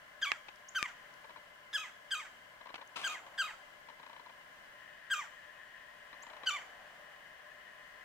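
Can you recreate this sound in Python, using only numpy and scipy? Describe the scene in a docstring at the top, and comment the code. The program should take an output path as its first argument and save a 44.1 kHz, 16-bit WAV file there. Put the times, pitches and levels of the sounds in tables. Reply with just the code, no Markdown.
"""Woodpecker on a winter morning

A woodpecker calls eight times from bare trees on a still winter morning; a small bird chips twice.
Each call starts on a loud high note, breaks to a lower one and sags; trunks and twigs echo it.
The birds are built from gliding tones, the calls with overtones and breath; the air is coloured noise.
The hand-held camera adds two sharp clicks, soft ticks, rubs, hum, whirr and whine: rings, noise and tones."""
import sys
import numpy as np
from scipy import signal
from scipy.fft import rfft, irfft
from scipy.io import wavfile

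SR = 44100
rng = np.random.default_rng(int(sys.argv[2]) if len(sys.argv) > 2 else 0)


def to_wav(sig):
    """Store sig (one row per channel, or 1-D mono) as 16-bit WAV at the path in sys.argv[1].

    Samples outside -1..1 are clipped; the rate is SR.
    """
    pcm = np.clip(np.atleast_2d(sig), -1, 1) * 32767
    pcm = np.round(pcm).astype(np.int16)
    wavfile.write(sys.argv[1], SR, pcm.T)  # frames by channels


N = 354608
TIME = np.arange(N) / SR  # seconds

# Levels in the tables are those going in, before panning, filters and echoes.
# still air and microphone hiss: f/Hz, relative level/dB
AIR_COLOUR = [(12, -39), (20, -9), (92, -19), (140, -14), (393, -16.5), (581, -8.5), (667, -7.5),
              (932, -12.5), (1040, -5), (1200, -10.5), (1670, -3), (2470, -15.5), (3260, -14), (3540, -20),
              (15500, -35)]
# how alike left and right are in the air (0 unrelated, 1 the same): f/Hz, likeness/1
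AIR_LIKENESS = [(30, 0.37), (130, 0.95), (300, 0.4), (1400, 0), (3000, 0), (15000, 0)]
# soft low rush: f/Hz, relative level/dB
RUSH_COLOUR = [(200, -35), (450, -15), (700, -3), (950, -10), (1400, -12), (2500, -20.5), (6000, -47)]
# its swells: crest t/s, crest level/dB, rise/(dB per s), fade/(dB per s)
RUSH_SWELLS = [(3.3, -58.5, 26, 26), (6.42, -56.5, 52, 13.5)]
# resonances in the steady hum of the camera: f/Hz, width of one pass/Hz, level/dB
HUM_MODES = [(597.5, 29, 0.5), (1032.4, 52, 0.5), (1685, 143, -2.5), (2044, 87, -0.5), (2957, 110, -6)]
# electronic whine, two tones that beat: middle f/Hz, level/dB
WHINE_TONES = [(14780, -91), (14810, -89.5)]
# woodpecker calls: t/s, basic high note f/Hz, basic low note f/Hz, break after t/s, sag after t/s,
# high note drive level/dB, then starting settings of harmonics 1, 3 and 5: level/dB each
CALLS = [ (0.215, 1652, 1137, .034, .086, -31, -1, 4, -23),
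         (0.748, 1578, 1220, 0.036, .092, -32.5, 2.5, -1, -13),
         (1.729, 1705, 1272, 0.04, 0.099, -33.5, -4, 6, -2.5),
         (2.106, 1619, 1242, 0.038, 0.088, -35, -1, 3.5, 3.5),
         (3.034, 1608, 1244, 0.041, 0.098, -36, 0.5, 5, -0.5),
         (3.377, 1598, 1269, .042, .088, -36, 4, 8.5, 2.5),
         (5.100, 1620, 1219, 0.039, 0.097, -35.5, 7.5, -1.5, 3),
         (6.459, 1543, 1173, 0.038, 0.1, -35, 2, 7.5, -4.5)]
# how throat and open bill pass the voice: f/Hz, level/dB
THROAT = [(600, -16), (1200, -3), (1600, -0.5), (2000, 3), (2450, -6.5), (3200, -7), (3800, -14.5),
          (4800, -20.5), (5500, -13.5), (6400, -13.5), (7400, -10.5), (8200, -22), (9000, -28),
          (16000, -29)]
# single trunks that answer clearly: delay t/s, level/dB, left minus right level/dB
TRUNK_ECHOES = [(.024, -19.5, 2), (0.069, -35, 12)]
# sharp clicks of the camera case: t/s, snap peak level/dB, left minus right level/dB,
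# low thud level/dB, treble edge f/Hz
CASE_CLICKS = [(0.318, -13.5, -17.5, -58, 4160), (0.3195, -18.5, 13, -21.5, 3560),
               (0.3225, -23, 11, -20, 3000), (0.828, -18, 20, -11.5, 7100)]
# ring of the case: f/Hz, width/Hz, level/dB
CASE_MODES = [(850, 140, -34), (1214, 92, 9.5), (1750, 200, 11.5), (2280, 370, 12.5), (4840, 360, -1),
              (7300, 1500, -10)]
# fingers shifting on the camera: t/s, length t/s, starting level/dB, fade/(dB per s),
# left minus right level/dB, treble edge f/Hz
FINGER_RUBS = [(0.484, 0.0043, -43.5, 500, 7, 4000), (2.742, 0.003, -36, 600, 0, 3570),
               (2.755, 0.0042, -45.5, 500, 5, 6000), (2.957, 0.041, -39.5, 148, 8.5, 9000),
               (2.98, 0.17, -46, 11, 3.5, 12000)]
# sound of skin on the case: f/Hz, relative level/dB
RUB_COLOUR = [(59, -46), (100, -24.5), (313, -12.5), (403, -16), (712, -5), (1130, -2), (1920, -11.5),
              (2520, -1.5), (4020, -11), (4370, -12.5), (8060, -22.5), (13900, -25), (15500, -37)]
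# thin dry ticks: t/s, peak level/dB, centre f/Hz
THIN_TICKS = [(0.559, -51, 5300), (1.14, -50, 5500), (2.875, -50, 6500), (6.075, -53, 1900),
              (6.229, -54, 11000)]
# small bird: t/s, start f/Hz, end f/Hz, length t/s, peak level/dB
CHIPS = [(0.684, 5240, 7250, 0.012, -46), (6.221, 5650, 7550, 0.019, -51.5)]
# runs of the camera motor: start t/s, length t/s, level/dB
WHIRR_RUNS = [(0.78, 0.29, -61), (4.335, 0.4, -68), (4.754, 1.027, -59), (5.762, 3.5, -61.5)]
# resonances in its whirr: f/Hz, width of one pass/Hz, level/dB
WHIRR_MODES = [(1776, 200, 4.5), (1871, 125, 3.5), (2550, 85, -7), (2920, 760, -10.5)]
# even steps of the lens drive: t/s, number of steps/1, level/dB, change per step/dB,
# stop knock against start knock level/dB
LENS_RUNS = [(1.243, 1, -60, 0, -16), (1.293, 1, -59.5, 0, -0.5), (1.360, 1, -58.5, 0, -3),
             (2.61, 1, -59.5, 3, -14), (2.657, 2, -58.5, -1, 1.5), (2.779, 2, -58, 2, -6),
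             (3.264, 1, -58.5, 0, -20), (3.886, 1, -58, 0, -2), (3.996, 7, -59, 0.14, -13),
             (4.261, 2, -57.5, -2.5, -17), (6.128, 1, -60, 0, -3), (6.233, 5, -60.5, 0.8, -19),
             (6.433, 1, -55, 0, -6)]
# ring of the lens barrel: f/Hz, width of one pass/Hz, level/dB
LENS_MODES = [(315, 200, -2.5), (667, 370, 5), (992, 340, 12), (1450, 950, 2), (2170, 290, -3),
              (2870, 420, -4.5), (4000, 200, -4.5), (4800, 1200, -13)]


def undb(db):
    """Turn decibels into a gain: 20 dB is ten times the amplitude."""
    return 10 ** (np.asarray(db) / 20)


def unit(x):
    """Scale to an average strength (rms) of 1."""
    return x / np.sqrt(np.mean(x ** 2))


def at_pitch(points, hz):
    """Read a value between (Hz, value) points, with pitch spaced as we hear it (log scale)."""
    f, value = np.transpose(points)
    return np.interp(np.log(np.maximum(hz, 1)), np.log(f), value)


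def bins(x):
    """List the frequencies in the spectrum of x, with 0 Hz raised to 1 Hz."""
    return np.maximum(np.fft.rfftfreq(x.shape[-1], 1 / SR), 1)


def colour(x, points):
    """Make some pitches of x stronger than others, following (Hz, dB) points."""
    return irfft(rfft(x) * undb(at_pitch(points, bins(x))), x.shape[-1])


def ring(x, modes, order=1):
    """Pass x through resonances side by side; order 2 passes each twice, for steeper skirts."""
    f = bins(x)
    response = 0
    for hz, width, db in modes:
        response = response + undb(db) / (1 + 1j * (f - hz ** 2 / f) / width) ** order
    return irfft(rfft(x) * response, x.shape[-1])


def dull(x, edge_hz):
    """Turn down the treble above an edge, gently."""
    return signal.sosfilt(signal.butter(2, edge_hz, fs=SR, output="sos"), x)


def pan(db):
    """Give left and right gains that differ by db; above 0 leans left."""
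    return undb(np.array([[db], [-db]]) / 2)


def lag(x, right_ms):
    """Let the sound reach the right microphone this much later than the left."""
    late = np.array([[0], [right_ms / 1000]])
    return irfft(rfft(x) * np.exp(-2j * np.pi * bins(x) * late), x.shape[-1])


def add(out, s, x):
    """Mix x into out from time s."""
    i = int(s * SR)
    out[:, i:i + x.shape[-1]] += x[..., :N - i]


def walk(rate, size):
    """Wander at random, in straight lines between `rate` random points a second."""
    knots = np.arange(size) / SR * rate
    return np.interp(knots, np.arange(size), rng.standard_normal(size))


def gate(start_s, length_s, slew_s):
    """Switch on for a while, with smooth edges."""
    opening = np.tanh((TIME - start_s) / slew_s)
    closing = np.tanh((TIME - start_s - length_s) / slew_s)
    return (opening - closing) / 2


def stereo_noise(likeness, size):
    """Make noise that the two microphones partly share: a common part plus an opposed part."""
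    mid, side = rfft(rng.standard_normal((2, size)))
    c = np.clip(likeness, -1, 1)
    opposed = np.sqrt(1 - c) * side * np.array([[1], [-1]])
    return irfft(np.sqrt(1 + c) * mid + opposed, size) / np.sqrt(2)


def still_air(level_db=-58.24, drift_db=0.5):
    """Quiet air and microphone hiss: coloured noise whose level drifts slightly."""
    noise = unit(colour(stereo_noise(at_pitch(AIR_LIKENESS, bins(TIME)), N), AIR_COLOUR))
    return undb(level_db + drift_db * walk(2.59, N)) * pan(1.35) * noise


def soft_rush(between_db=-74.5):
    """A soft low rush: coloured noise that swells twice above a quiet floor."""
    noise = unit(colour(stereo_noise(0.76, N), RUSH_COLOUR))
    swell = 0
    for crest_s, db, rise, fade in RUSH_SWELLS:
        below_crest_db = np.maximum(rise * (crest_s - TIME), fade * (TIME - crest_s))
        swell = swell + undb(db - below_crest_db)
    return np.hypot(swell, undb(between_db)) * pan(1.7) * noise


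def camera_hum(level_db=-64):
    """A faint steady hum: noise narrowed by resonances, reaching the left side first."""
    noise = unit(ring(stereo_noise(0.82, N), HUM_MODES, order=2))
    return lag(undb(level_db) * pan(13.2) * noise, 0.15)


def electronic_whine(wander_hz=7):
    """Two very high tones beat against each other while their pitches waver."""
    out = 0
    for hz, db in WHINE_TONES:
        phase = 2 * np.pi * np.cumsum(hz + wander_hz * walk(30, N)) / SR
        out = out + np.sqrt(2) * undb(db) * np.sin(phase)
    return out


def call(high_hz, low_hz, break_s, sag_s, db, first_db, third_db, fifth_db):
    """One call: the syrinx holds a high note, breaks to a low one and slackens as the air runs out."""
    t = np.arange(int(0.18 * SR)) / SR
    broken = 1 / (1 + np.exp((break_s - t) / 0.00439))  # 0 on the high note, 1 on the low
    sagging = np.maximum(t - sag_s, 0)  # seconds since the sag began
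    catching = np.exp(-(t / 0.012) ** 2)  # the moment when the tone starts

    # the high note starts sharp, dips and arches; the low note rebounds slightly
    high = high_hz * np.interp(t, [0, 0.006, 0.012, 0.022, 0.04], [1.03, 1.04, 0.965, 1.005, 0.985])
    low = low_hz * np.interp(t - break_s, [0, 0.017, 0.035, 0.06], [1.0, 0.98, 1.012, 0.975])
    hz = (high + (low - high) * broken) * np.exp(-8.5 * sagging)
    # the tone is rough while it catches, after the break and as it slackens
    unsteady = 0.0038 + 0.03 * (2 * catching + 0.68 * broken + 45 * sagging)
    phase = 2 * np.pi * np.cumsum(hz * (1 + unsteady * walk(1103, len(t)))) / SR

    # the drive drops at the break, to the same level in every call
    low_note_db = -44
    dropped = 1 / (1 + np.exp((break_s - t) / 0.0049))
    push_db = np.interp(t, [0, 0.008, 0.016, 0.03], [-17, -5.5, 0, 0])
    push_db = push_db + db + dropped * (low_note_db - db)
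    # the voice gives way, then trails off
    push_db = push_db - 7 * np.tanh(sagging / 0.044) - 115 * sagging
    push = undb(push_db + 2 * broken * walk(196.3, len(t)))
    push = push * np.minimum(t / 0.00099, 1) * np.minimum((t[-1] - t) / 0.0075, 1)

    k = np.arange(1, 12)[:, None]  # harmonic numbers
    upper_db = -2.5 + 0.24 * fifth_db  # harmonics 6 to 11 partly follow the 5th
    own_db = np.array([first_db, 6.5, third_db, -6.5, fifth_db] + [upper_db] * 6)[:, None]
    own_db = own_db * (1 - 0.47 * broken)  # the low notes are more alike
    # through the high note the fundamental swells while the overtones mellow
    ripening = np.tanh((t - 0.022) / 0.0089) * (1 - broken)
    own_db = own_db + np.where(k == 1, 3, -0.5) * ripening
    # upper harmonics come last and die first; each flutters on its own
    dull_db = -(32 * np.maximum(t - break_s, 0) + 0.67 * catching) * np.minimum(k - 1, 4)
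    flutter_db = 1.5 * np.minimum(k, 4) * np.array([walk(135.5, len(t)) for _ in k])
    gain = undb(at_pitch(THROAT, k * hz) + own_db + dull_db + flutter_db)
    partials = gain * np.sin(k * phase) * (k * hz < SR / 2)

    hiss_db = -24 + 20 * catching + 5.7 * broken + 15 * np.tanh(sagging / 0.024)
    hiss = undb(hiss_db) * unit(colour(rng.standard_normal(len(t)), THROAT))
    return push * (np.sqrt(2) * partials.sum(axis=0) + hiss)


def woodpecker():
    """All the calls, from one perch, equally loud on both sides."""
    out = np.zeros((2, N))
    for s, *voice in CALLS:
        add(out, s, call(*voice))
    return out


def trunks(x):
    """The nearest thick trunks each return a whole copy of the sound."""
    out = np.zeros((2, N))
    for delay, db, pan_db in TRUNK_ECHOES:
        add(out, delay, undb(db) * pan(pan_db) * x)
    return out


def trees(x):
    """Twigs close by, trunks further off and the distant wood each throw back many small echoes."""
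    t = np.arange(SR) / SR
    echoes = 0
    # level/dB, build-up t/s, t/s to fade by 60 dB
    for db, delay, t60 in [(-10, 0.001, 0.072), (-9, 0.02, 0.29), (-24, 0.08, 1.3)]:
        burst = rng.standard_normal((2, SR)) * (1 - np.exp(-(t / delay) ** 2))
        burst = burst * np.exp(-np.log(1000) * t / t60)
        echoes = echoes + undb(db) * unit(burst) / np.sqrt(SR)
    # the echoes are weakest around 1600 Hz
    echoes = colour(echoes, [(700, 3.0), (1600, -5.5), (3200, -0.5), (7000, 1.5), (14000, 1.0)])
    return signal.fftconvolve(x, echoes, axes=1)[:, :N]


def clicks(thud_hz=260, thud_s=0.00064, size=4096):
    """A snap rings the stiff case for a few milliseconds and jolts both microphones."""
    out = np.zeros((2, N))
    snap = ring(signal.unit_impulse(size, size // 2), CASE_MODES)[size // 2:]
    snap = snap / np.abs(snap).max()
    t = np.arange(len(snap)) / SR
    thud = np.exp(-t / thud_s) * np.cos(2 * np.pi * thud_hz * t)
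    for s, db, pan_db, thud_db, edge_hz in CASE_CLICKS:
        jolt = pan(pan_db) * snap + undb(thud_db) * thud
        add(out, s, undb(db) * dull(jolt, edge_hz))
    return out


def rubs(grain_db=3.0, release_s=0.01, size=16384):
    """Skin catches and slips on the case: grainy noise that dies away when the finger stops."""
    out, t = np.zeros((2, N)), np.arange(size) / SR
    for s, length, db, fade_db, pan_db, edge_hz in FINGER_RUBS:
        grip = undb(db - fade_db * t + grain_db * walk(500, size))
        grip = grip * np.exp(-np.maximum(t - length, 0) / release_s)
        onset = np.minimum(t / (0.15 * length), 1)
        scrape = dull(unit(colour(stereo_noise(0.57, size), RUB_COLOUR)), edge_hz)
        add(out, s, pan(pan_db) * grip * onset * scrape)
    return out


def thin_ticks(width_share=0.23, decay_s=0.0014, pan_db=3, size=1024):
    """Tiny ticks with no body: very short noise through a single resonance."""
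    out, t = np.zeros((2, N)), np.arange(size) / SR
    for s, db, hz in THIN_TICKS:
        burst = stereo_noise(0.49, size) * np.exp(-t / decay_s)
        tick = ring(burst, [(hz, width_share * hz, 0)])
        add(out, s, undb(db) * pan(pan_db) * tick / np.abs(tick).max())
    return out


def small_bird():
    """Thin whistles that flick upwards: pure tones, quick to rise and then levelling off."""
    out = np.zeros((2, N))
    for s, start_hz, end_hz, length, db in CHIPS:
        u = np.linspace(0, 1, int(length * SR))  # 0 to 1 through the chip
        hz = start_hz + (end_hz - start_hz) * np.sin(np.pi / 2 * u)
        loudness = undb(db) * np.sqrt(4 * u * (1 - u))
        add(out, s, loudness * np.sin(2 * np.pi * np.cumsum(hz) / SR))
    return out


def motor_whirr(flutter_db=1.2, slew_s=0.027):
    """A motor runs now and then: fluttering noise through resonances, with smooth starts and stops."""
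    running = sum(undb(db) * gate(s, length, slew_s) for s, length, db in WHIRR_RUNS)
    noise = unit(ring(stereo_noise(1.0, N), WHIRR_MODES, order=2))
    return lag(running * undb(flutter_db * walk(25, N)) * pan(7.4) * noise, 0.04)


def knock(bright_db, decay_s=0.011, click_s=0.0043, size=2048):
    """A brief rattle in the lens barrel; its treble is over first."""
    t = np.arange(size) / SR
    rattle = stereo_noise(0.71, size)
    body = colour(rattle * np.exp(-(t / decay_s) ** 2), [(1200, -2), (4000, -4), (9000, -23)])
    click = colour(rattle * np.exp(-(t / click_s) ** 2), [(1200, -25.5), (4000, 3), (9000, -11)])
    body, click = (unit(ring(part, LENS_MODES, order=2)) for part in (body, click))
    return body + undb(bright_db) * click


def lens_ticks(step_s=0.0333, stop_s=0.011, pan_db=7, scatter_db=0.5):
    """Each step of the lens drive knocks as it starts and again as it stops."""
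    out = np.zeros((2, N))
    for s, steps, db, change_db, stop_db in LENS_RUNS:
        bright_db = -21.5 + 1.5 * s  # later runs are brighter
        for step in range(round(steps)):
            start_s = s + step * step_s
            step_db = db + change_db * step + scatter_db * rng.standard_normal()
            gain = pan(pan_db) * undb(step_db)
            add(out, start_s, gain * knock(bright_db))
            add(out, start_s + stop_s, gain * undb(stop_db) * knock(bright_db))
    return out


def scene(chip_echo_db=-3, case_lag_ms=0.12, bird_lag_ms=-0.024):
    """Birds among the trees; the camera's own noises get no echoes."""
    calls, chips = woodpecker(), small_bird()
    background = still_air() + soft_rush()
    echoes = trunks(calls) + trees(calls + undb(chip_echo_db) * chips)
    birds = lag(calls, bird_lag_ms) + chips + echoes
    handling = clicks() + thin_ticks() + lag(rubs() + lens_ticks(), case_lag_ms)
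    machine = camera_hum() + electronic_whine() + motor_whirr()
    return background + birds + handling + machine


def record(dry):
    """The recorder cuts the top of the treble steeply, above 15800 Hz."""
    return signal.sosfilt(signal.ellip(10, 0.1, 70, 15800, fs=SR, output="sos"), dry)


dry = scene()
out = record(dry)
to_wav(out)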